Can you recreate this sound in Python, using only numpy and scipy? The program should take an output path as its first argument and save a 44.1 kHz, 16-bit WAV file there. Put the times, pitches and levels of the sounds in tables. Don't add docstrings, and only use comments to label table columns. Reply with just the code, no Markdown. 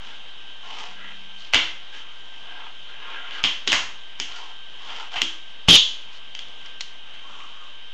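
import sys
import numpy as np
from scipy import signal
from scipy.io import wavfile
from scipy.ndimage import uniform_filter1d

SR = 44100
rng = np.random.default_rng(int(sys.argv[2]) if len(sys.argv) > 2 else 0)


def bounce(signal):
    frames = np.transpose(np.atleast_2d(signal))
    limited = np.clip(frames, -1, 1)
    pcm = np.round(limited * 32767).astype(np.int16)
    wavfile.write(sys.argv[1], SR, pcm)


def convert_level_to_amplitude(level_db):
    exponent = np.asarray(level_db, float) / 20
    return 10 ** exponent


N = 349713

# (frequency [Hz], level [dB per Hz])
FAN_HISS = [(40, -42.5), (80, -28), (130, -22), (400, -21.5), (900, -17), (1600, -19), (2350, -16.5),
            (3070, -6), (3400, -10), (4400, -25), (6900, -30), (7250, -40.5), (8150, -34), (8400, -74.5)]
FAN_HISS_DB = -44
# (frequency [Hz], rms level [dB], waver [Hz])
FAN_WHINE = [(1570, -57, 0.5), (2940, -56.5, 4.3), (3134.2, -49, 1.89), (3300, -76.5, 3.4),
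             (3746, -57, 5.2)]
# (start [s], end [s], frequency [Hz], level [dB])
TABLE_DRONE = (0.7, 1.53, 195.5, -59.5)

# (frequency [Hz], t60 [s])
ROOM_DECAY = [(100, 0.48), (260, 0.89), (700, 0.46), (1840, 0.44), (4850, 0.43)]
# (delay [s], level [dB])
NEAR_ECHOES = [(.0035, -13), (.0075, -14), (.0115, -14), (.017, -16), (.021, -16), (.027, -17)]
PEAK_HZ, PEAK_WIDTH_HZ, PEAK_DB = 3150, 263, -2

# (start [s], fastest [s], end [s], rumble [dB], board resonance [Hz])
WHEEL_ROLLS = [
    (.93, 1.06, 1.2, -43, 1630),
    (2.0, 2.06, 2.25, -52.5, 1350),
    (2.38, 2.6, 2.75, -44, 1170),
    (2.83, 2.92, 3.03, -48.5, 1450),
    (2.95, 3.16, 3.3, -38.5, 1300),
    (3.2, 3.4, 3.44, -36.5, 1340),
]
# (start [s], fastest [s], end [s], rumble [dB], board resonance [Hz])
DECK_SLIDES = [
    (0, .06, .22, -48, 1102),
    (.6, .78, .98, -41.5, 930),
    (1.92, 1.96, 2.05, -43, 1400),
    (4.24, 4.36, 4.6, -45, 960),
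    (4.76, 5.0, 5.11, -41, 1030),
    (5.1, 5.17, 5.21, -36.5, 1050),
    (5.23, 5.28, 5.4, -48, 1400),
]
# (start [s], fastest [s], end [s], rumble [dB], board resonance [Hz])
FINGER_RUBS = [
    (7.2, 7.35, 7.62, -46, 1160),
    (7.5, 7.64, 7.8, -52, 1168),
]
# (start [s], fastest [s], end [s], rumble [dB], board resonance [Hz])
SLEEVE_SWISHES = [
    (1.36, 1.42, 1.52, -60, 1400),
    (3.3, 3.37, 3.43, -57.5, 1400),
    (6.1, 6.15, 6.2, -61.5, 1400),
    (6.33, 6.39, 6.45, -74, 1300),
    (7.1, 7.4, 7.7, -87, 1300),
]
# (spread of modes reached [Hz], wheel buzz [dB], grit [dB], grit begins [Hz])
ROLL_CONTACT = (605, 0, -22.5, 4994)
SLIDE_CONTACT = (533, 1, -6, 4791)
RUB_CONTACT = (186, -16, -12.5, 5504)
SWISH_CONTACT = (410, 6, 12, 4300)
# (frequency [Hz], width [Hz], level [dB])
BOARD_MODES = [(460, 57, -8.5), (723.14, 66, 2), (894, 140, -3), (1096, 62, -1), (1220, 66, -4.5),
               (1400, 88, 0.5), (1600, 83, 5.5), (1944, 210, 2.5)]
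# (frequency [Hz], level [dB])
ROLL_COLOUR = [(1060, -42.5), (1800, -12.5), (2300, -11), (2660, -9), (3080, -1), (3660, -5), (5040, -18.5),
               (6850, -24.5), (8300, -35.5), (10800, -70), (18300, -120)]

# (frequency [Hz], level [dB], t60 [s])
TABLE_MODES = [(55.17, -10, 0.2), (85, -11, 0.076), (117.3, 11, 0.039), (166.6, -2.5, 0.16),
               (204, 0.5, 0.13), (262.7, -1, 0.19), (392, 1.5, 0.068), (469, -18.5, 0.24)]
# (frequency [Hz], level [dB], t60 [s])
LONG_RING = (330, -3.5, 0.48)
# (time [s], peak [dB], tilt [dB per octave], long ring [dB])
TABLE_THUDS = [(1.547, -25, 9, 4), (3.438, -29.5, 2, -5), (3.673, -27, 9.5, 8.5), (3.726, -31.5, 9, -23),
               (4.197, -37, 7.5, 1), (4.299, -48, -13, 2), (5.216, -31, 8, 6.5), (5.685, -8.5, -4, -6),
               (5.702, -22.5, 11, -14.5), (5.726, -21, 4.5, -21), (5.747, -24.5, 2, -2)]

# (start [s], end [s], level [dB], body [dB], tick [dB])
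DECK_CLATTER = (5.687, 5.772, -8, -29.5, -6)

# (frequency [Hz], level [dB])
KNOCK_COLOUR = [(60, -18), (300, -28), (900, -10), (1500, -8), (2300, -7.5), (3200, -5), (3650, -10),
                (4400, -11), (6900, -13.5), (7300, -22), (8500, -27)]
# (frequency [Hz], width [Hz], level [dB])
BLOW_MODES = [(1050, 46, 3), (2060, 57, 5), (2750, 89, 1)]
# (delay [s], strength [ratio])
FLAM_TOUCHES = [
    (.0006, -.8),
    (.0014, .85),
    (.0022, -.5),
]
# (time [s], peak [dB], ring [Hz], wheel tick [dB], room share [dB])
WHEEL_BLOWS = [(1.5449, 1.5, 3420, -10, 3), (3.3083, -20.5, 3030, -16, 0), (3.4385, -1, 3250, -2.5, 3),
               (3.6745, -3.5, 3100, 0, 1), (3.6782, -2.5, 3400, 3, -6), (3.688, -17.5, 3900, -6, 12),
               (4.1991, -5, 5500, 4, -15), (4.2004, -15, 3190, 2.5, 8.5), (4.3206, -22.5, 4470, -8, -6),
               (4.3604, -21.5, 4470, 7, 3), (5.217, 3.5, 3200, 3, -6), (6.3499, -17.5, 3120, -0.5, -4),
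               (6.3906, -17.5, 3240, 0, -1.5), (6.4844, -33, 4130, 4.5, -7), (6.6604, -26.5, 4900, 1.5, -6),
               (6.8076, -9.5, 3940, 4.5, -6.5), (6.8112, -11.5, 4300, 8, -9), (7.4376, -30.5, 3150, 20, -3)]
# (time [s], peak [dB], ring [Hz], wheel tick [dB], room share [dB])
DECK_BLOWS = [(.787, -22.5, 1900, 9, 6.5), (1.5351, 0.5, 2550, -2, 4), (1.5435, 1, 2410, 2.5, -3.5),
              (1.9417, -38.5, 3140, 7, -13), (3.102, -27, 3060, -12.5, 3), (3.4457, -9, 3300, -7.5, 4),
              (3.7189, 2.5, 2750, 10.5, 3), (3.7283, 1, 2080, 0.5, 2.5), (3.738, -9, 1080, -2.5, 4),
              (4.8189, -36, 3150, -2, 11), (4.8935, -26, 3230, -13, 9.5), (5.1579, -16.5, 2710, -8, 11.5),
              (5.684, 1.5, 3105, -10, 1), (6.614, -33, 3150, -4.5, -4), (6.6462, -35, 3120, -5, 13),
              (7.14, -33, 1800, -2, 6), (7.4037, -27, 2713, -11, 0)]
# (time [s], peak [dB], ring [Hz], wheel tick [dB], room share [dB])
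AXLE_BLOWS = [
    (5.705, -18, 5820, 5.9, -11),
    (5.727, -7, 5361, 3.4, -2),
    (5.744, -5, 6350, 14, -0.5),
    (5.755, 2, 6600, 24, -2),
]
WHEEL_BODY_DB, DECK_BODY_DB, AXLE_BODY_DB = -9, 1, -19
KNOCK_DELAY_S = .001

BAND_EDGE_HZ = 8250


def evened(x):
    return x / np.sqrt(np.mean(x ** 2) + 1e-20)


def read(points, hz):
    f, value = np.transpose(points)
    return np.interp(np.log(hz + 1), np.log(f + 1), value)


def add(mix, s, sound):
    part = mix[round(s * SR):][:len(sound)]
    part += sound[:len(part)]


def colour(x, points, extra_db=lambda hz: 0):
    hz = abs(np.fft.fftfreq(4096, 1 / SR))
    log_gain = np.log(convert_level_to_amplitude(np.maximum(read(points, hz) + extra_db(hz), -90)))
    phase = signal.hilbert(log_gain).imag
    taps = np.fft.ifft(np.exp(log_gain - 1j * phase)).real[:2048]
    return signal.oaconvolve(x, taps)[:len(x)]


def resonate(x, hz, width):
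    turn = np.exp(2j * np.pi * np.cumsum(hz * np.ones(len(x))) / SR)
    r = np.exp(-np.pi * width / SR)
    return 2 * (turn * signal.lfilter([1 - r], [1, -r], x / turn)).real


def band(x, lo_hz, hi_hz):
    return signal.sosfilt(signal.butter(3, [lo_hz, hi_hz], "band", fs=SR, output="sos"), x)


def drift(per_s):
    knots = rng.standard_normal(int(N / SR * 40))
    smooth = uniform_filter1d(knots, max(int(40 / per_s), 1))
    return np.interp(np.arange(N) * 40 / SR, np.arange(len(knots)), evened(smooth))


def grains(size, per_s, spread_db):
    hit, height, sign = rng.random((size, 3)).T
    return (hit < per_s / SR) * convert_level_to_amplitude(-spread_db * np.log(height + 0.00035)) * np.sign(sign - .5)


def fan():
    frames, hz = N // 256 + 5, np.fft.rfftfreq(1024, 1 / SR)
    a, b, patches = rng.standard_normal((frames, 513, 3)).T
    patches = evened(uniform_filter1d(uniform_filter1d(patches, 16, 0), 14, 1))
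    z = (a + 1j * b) * convert_level_to_amplitude(read(FAN_HISS, hz)[:, None] + 0.97 * patches)
    hiss = signal.istft(z, nperseg=1024, noverlap=768)[1][:N]
    swell_db = .6 * drift(3)
    out = convert_level_to_amplitude(FAN_HISS_DB + swell_db) * evened(hiss)
    for line_hz, db, waver_hz in FAN_WHINE:
        turns = np.cumsum(line_hz + waver_hz * drift(8)) / SR
        flutter_db = 1.2 * drift(5)
        out += np.sqrt(2) * convert_level_to_amplitude(db + flutter_db) * np.sin(2 * np.pi * turns)
    return out


def drone():
    start, end, hz, db = TABLE_DRONE
    t = np.arange(start, end, 1 / SR)
    swell = np.sin(np.pi * (t - start) / (end - start)) ** 0.79
    return start, np.sqrt(2) * convert_level_to_amplitude(db) * np.sin(2 * np.pi * hz * t) * swell


def room(x):
    taps, count = np.zeros(SR), (SR - 109) // 16
    places = np.arange(108, SR - 16, 16) + rng.integers(0, 16, count)
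    taps[places] = rng.choice([-1., 1.], count)
    hz, t, z = signal.stft(taps, SR, nperseg=256)
    tail = signal.istft(z * convert_level_to_amplitude(-60 * t / read(ROOM_DECAY, hz)[:, None]), SR, nperseg=256)[1]
    tail = tail * np.minimum(np.arange(len(tail)) / SR / .009, 1)
    tail = convert_level_to_amplitude(0.5) * tail / np.linalg.norm(tail)
    for k, (s, db) in enumerate(NEAR_ECHOES):
        add(tail, s, (-1) ** k * convert_level_to_amplitude(db) * np.ones(1))
    return signal.fftconvolve(x, tail)[:N]


def roll(start, fastest, end, db, hz, width, buzz_db, grit_db, grit_hz):
    t = np.arange(start, end, 1 / SR)
    push = np.interp(t, [start, fastest, end], [0, 1, 0])
    speed = np.sin(np.pi / 2 * push) ** 1.04
    grain = grains(SR // 2 + SR // 4, 3000, 2.6)[:len(t)]
    wander, span = rng.standard_normal((len(BOARD_MODES), SR)), round(.06 * SR)
    wander = uniform_filter1d(uniform_filter1d(wander, span), span)
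    wander_db = 3 * evened(wander)[:, :len(t)]
    modes = 0
    for k, (f, w, mode_db) in enumerate(BOARD_MODES):
        reach = (-1) ** k * np.exp(-((f - hz) / width) ** 2)
        modes = modes + reach * convert_level_to_amplitude(mode_db + wander_db[k]) * resonate(grain, f, 0.66 * w)
    rumble = evened(evened(modes) + 0.31 * evened(band(grain, 250, 1600)))
    bright = colour(grain, ROLL_COLOUR)
    buzz = evened(band(bright, 1250, 2980))
    grit = evened(band(bright, grit_hz, 9100))
    return max(start, 0), convert_level_to_amplitude(db) * speed * (rumble + convert_level_to_amplitude(buzz_db) * buzz + convert_level_to_amplitude(grit_db) * grit)


def thud(peak_db, tilt_db, ring_db):
    t, luck = np.arange(16000) / SR, rng.standard_normal(len(TABLE_MODES))
    modes = []
    for g, (f, db, t60) in zip(luck, TABLE_MODES):
        modes.append((f, db + tilt_db * np.log2(f / 150) + 2.5 * g, t60))
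    modes.append((LONG_RING[0], LONG_RING[1] + ring_db, LONG_RING[2]))
    out = sum(convert_level_to_amplitude(db - 60 * t / t60) * np.sin(2 * np.pi * f * t) for f, db, t60 in modes)
    out = out * np.minimum(t / 0.0036, 1)
    return convert_level_to_amplitude(peak_db) * out / abs(out).max()


def clatter():
    start, end, db, body_db, tick_db = DECK_CLATTER
    t = np.arange(0, end - start, 1 / SR)
    hits = grains(SR // 8, 1300, 3.0)[:len(t)]
    deck = evened(resonate(band(colour(hits, KNOCK_COLOUR), 1880, 7000), 3390, 570))
    body = evened(band(hits, 300, 1300))
    tick = evened(band(hits, 4700, 6900))
    level = convert_level_to_amplitude(db + 19 * np.exp(-t / 0.0021))
    return start, level * (deck + convert_level_to_amplitude(body_db) * body + convert_level_to_amplitude(tick_db) * tick)


def knock(peak_db, ring_hz, body_db, tick_db):
    t = np.arange(3000) / SR
    crack = (t == 0) + .035 * rng.standard_normal(len(t)) * np.exp(-t / .0012)

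    def lift(hz):
        ring = 7.5 * np.exp(-((hz - ring_hz) / 550) ** 2)
        body = body_db / (1 + (hz / 1700) ** 4)
        tick = tick_db / (1 + (4600 / (hz + 1)) ** 6)
        modes = sum(db * np.exp(-((hz - f) / w) ** 2) for f, w, db in BLOW_MODES)
        return ring + body + tick + modes

    single = colour(crack, KNOCK_COLOUR, lift)
    stretch = rng.uniform(.7, 1.3)
    touches = sum(g * np.roll(single, round(s * stretch * SR)) for s, g in FLAM_TOUCHES)
    flam = single + .55 * touches
    return convert_level_to_amplitude(peak_db) * flam / abs(flam).max(), convert_level_to_amplitude(peak_db) * single / abs(single).max()


def scene():
    near, far = np.zeros(N), np.zeros((2, N))
    for blows, body_db in ((WHEEL_BLOWS, WHEEL_BODY_DB), (DECK_BLOWS, DECK_BODY_DB), (AXLE_BLOWS, AXLE_BODY_DB)):
        for k, (s, peak_db, hz, tick_db, room_db) in enumerate(blows):
            clack, single = knock(peak_db, hz, body_db, tick_db)
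            add(near, s + KNOCK_DELAY_S, clack)
            add(far[k % 2], s + KNOCK_DELAY_S, convert_level_to_amplitude(room_db) * single)
    for s, *blow in TABLE_THUDS:
        add(near, s, thud(*blow))
    start, rattle = clatter()
    add(near, start, rattle)
    add(far[0], start, convert_level_to_amplitude(-4) * resonate(rattle, 3640, 1200))
    for rows, contact in ((WHEEL_ROLLS, ROLL_CONTACT), (DECK_SLIDES, SLIDE_CONTACT),
                          (FINGER_RUBS, RUB_CONTACT), (SLEEVE_SWISHES, SWISH_CONTACT)):
        for row in rows:
            add(near, *roll(*row, *contact))
    add(near, *drone())
    wet = room(far[0]) + room(far[1])
    peak = convert_level_to_amplitude(PEAK_DB) * resonate(wet, PEAK_HZ, PEAK_WIDTH_HZ)
    return (near + wet + peak + fan())[None]


def band_limit(x):
    return signal.sosfilt(signal.butter(12, 15900, fs=SR, output="sos"), x)


def record(dry):
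    ceiling, knee = .74, 34.0
    edge = signal.firwin(301, BAND_EDGE_HZ, window=("kaiser", 9), fs=SR)
    dry = signal.oaconvolve(dry, edge[None], "same")
    held = dry / (1 + abs(dry / ceiling) ** knee) ** (1 / knee)
    held = signal.sosfiltfilt(signal.butter(1, 8500, fs=SR, output="sos"), held)
    power = uniform_filter1d(held ** 2, 400, axis=1)
    coming, gone = np.roll(power, -200, axis=1), np.roll(power, 200, axis=1)
    ahead = np.sqrt(np.maximum(coming - 7.4 * gone, 0))
    noise = colour(rng.standard_normal(N), KNOCK_COLOUR)
    smear = evened(band(band(noise, 150, BAND_EDGE_HZ), 150, BAND_EDGE_HZ))
    offset = -.028
    return band_limit(held + convert_level_to_amplitude(-19.5) * ahead * smear + offset)


dry = scene()
out = record(dry)
bounce(out)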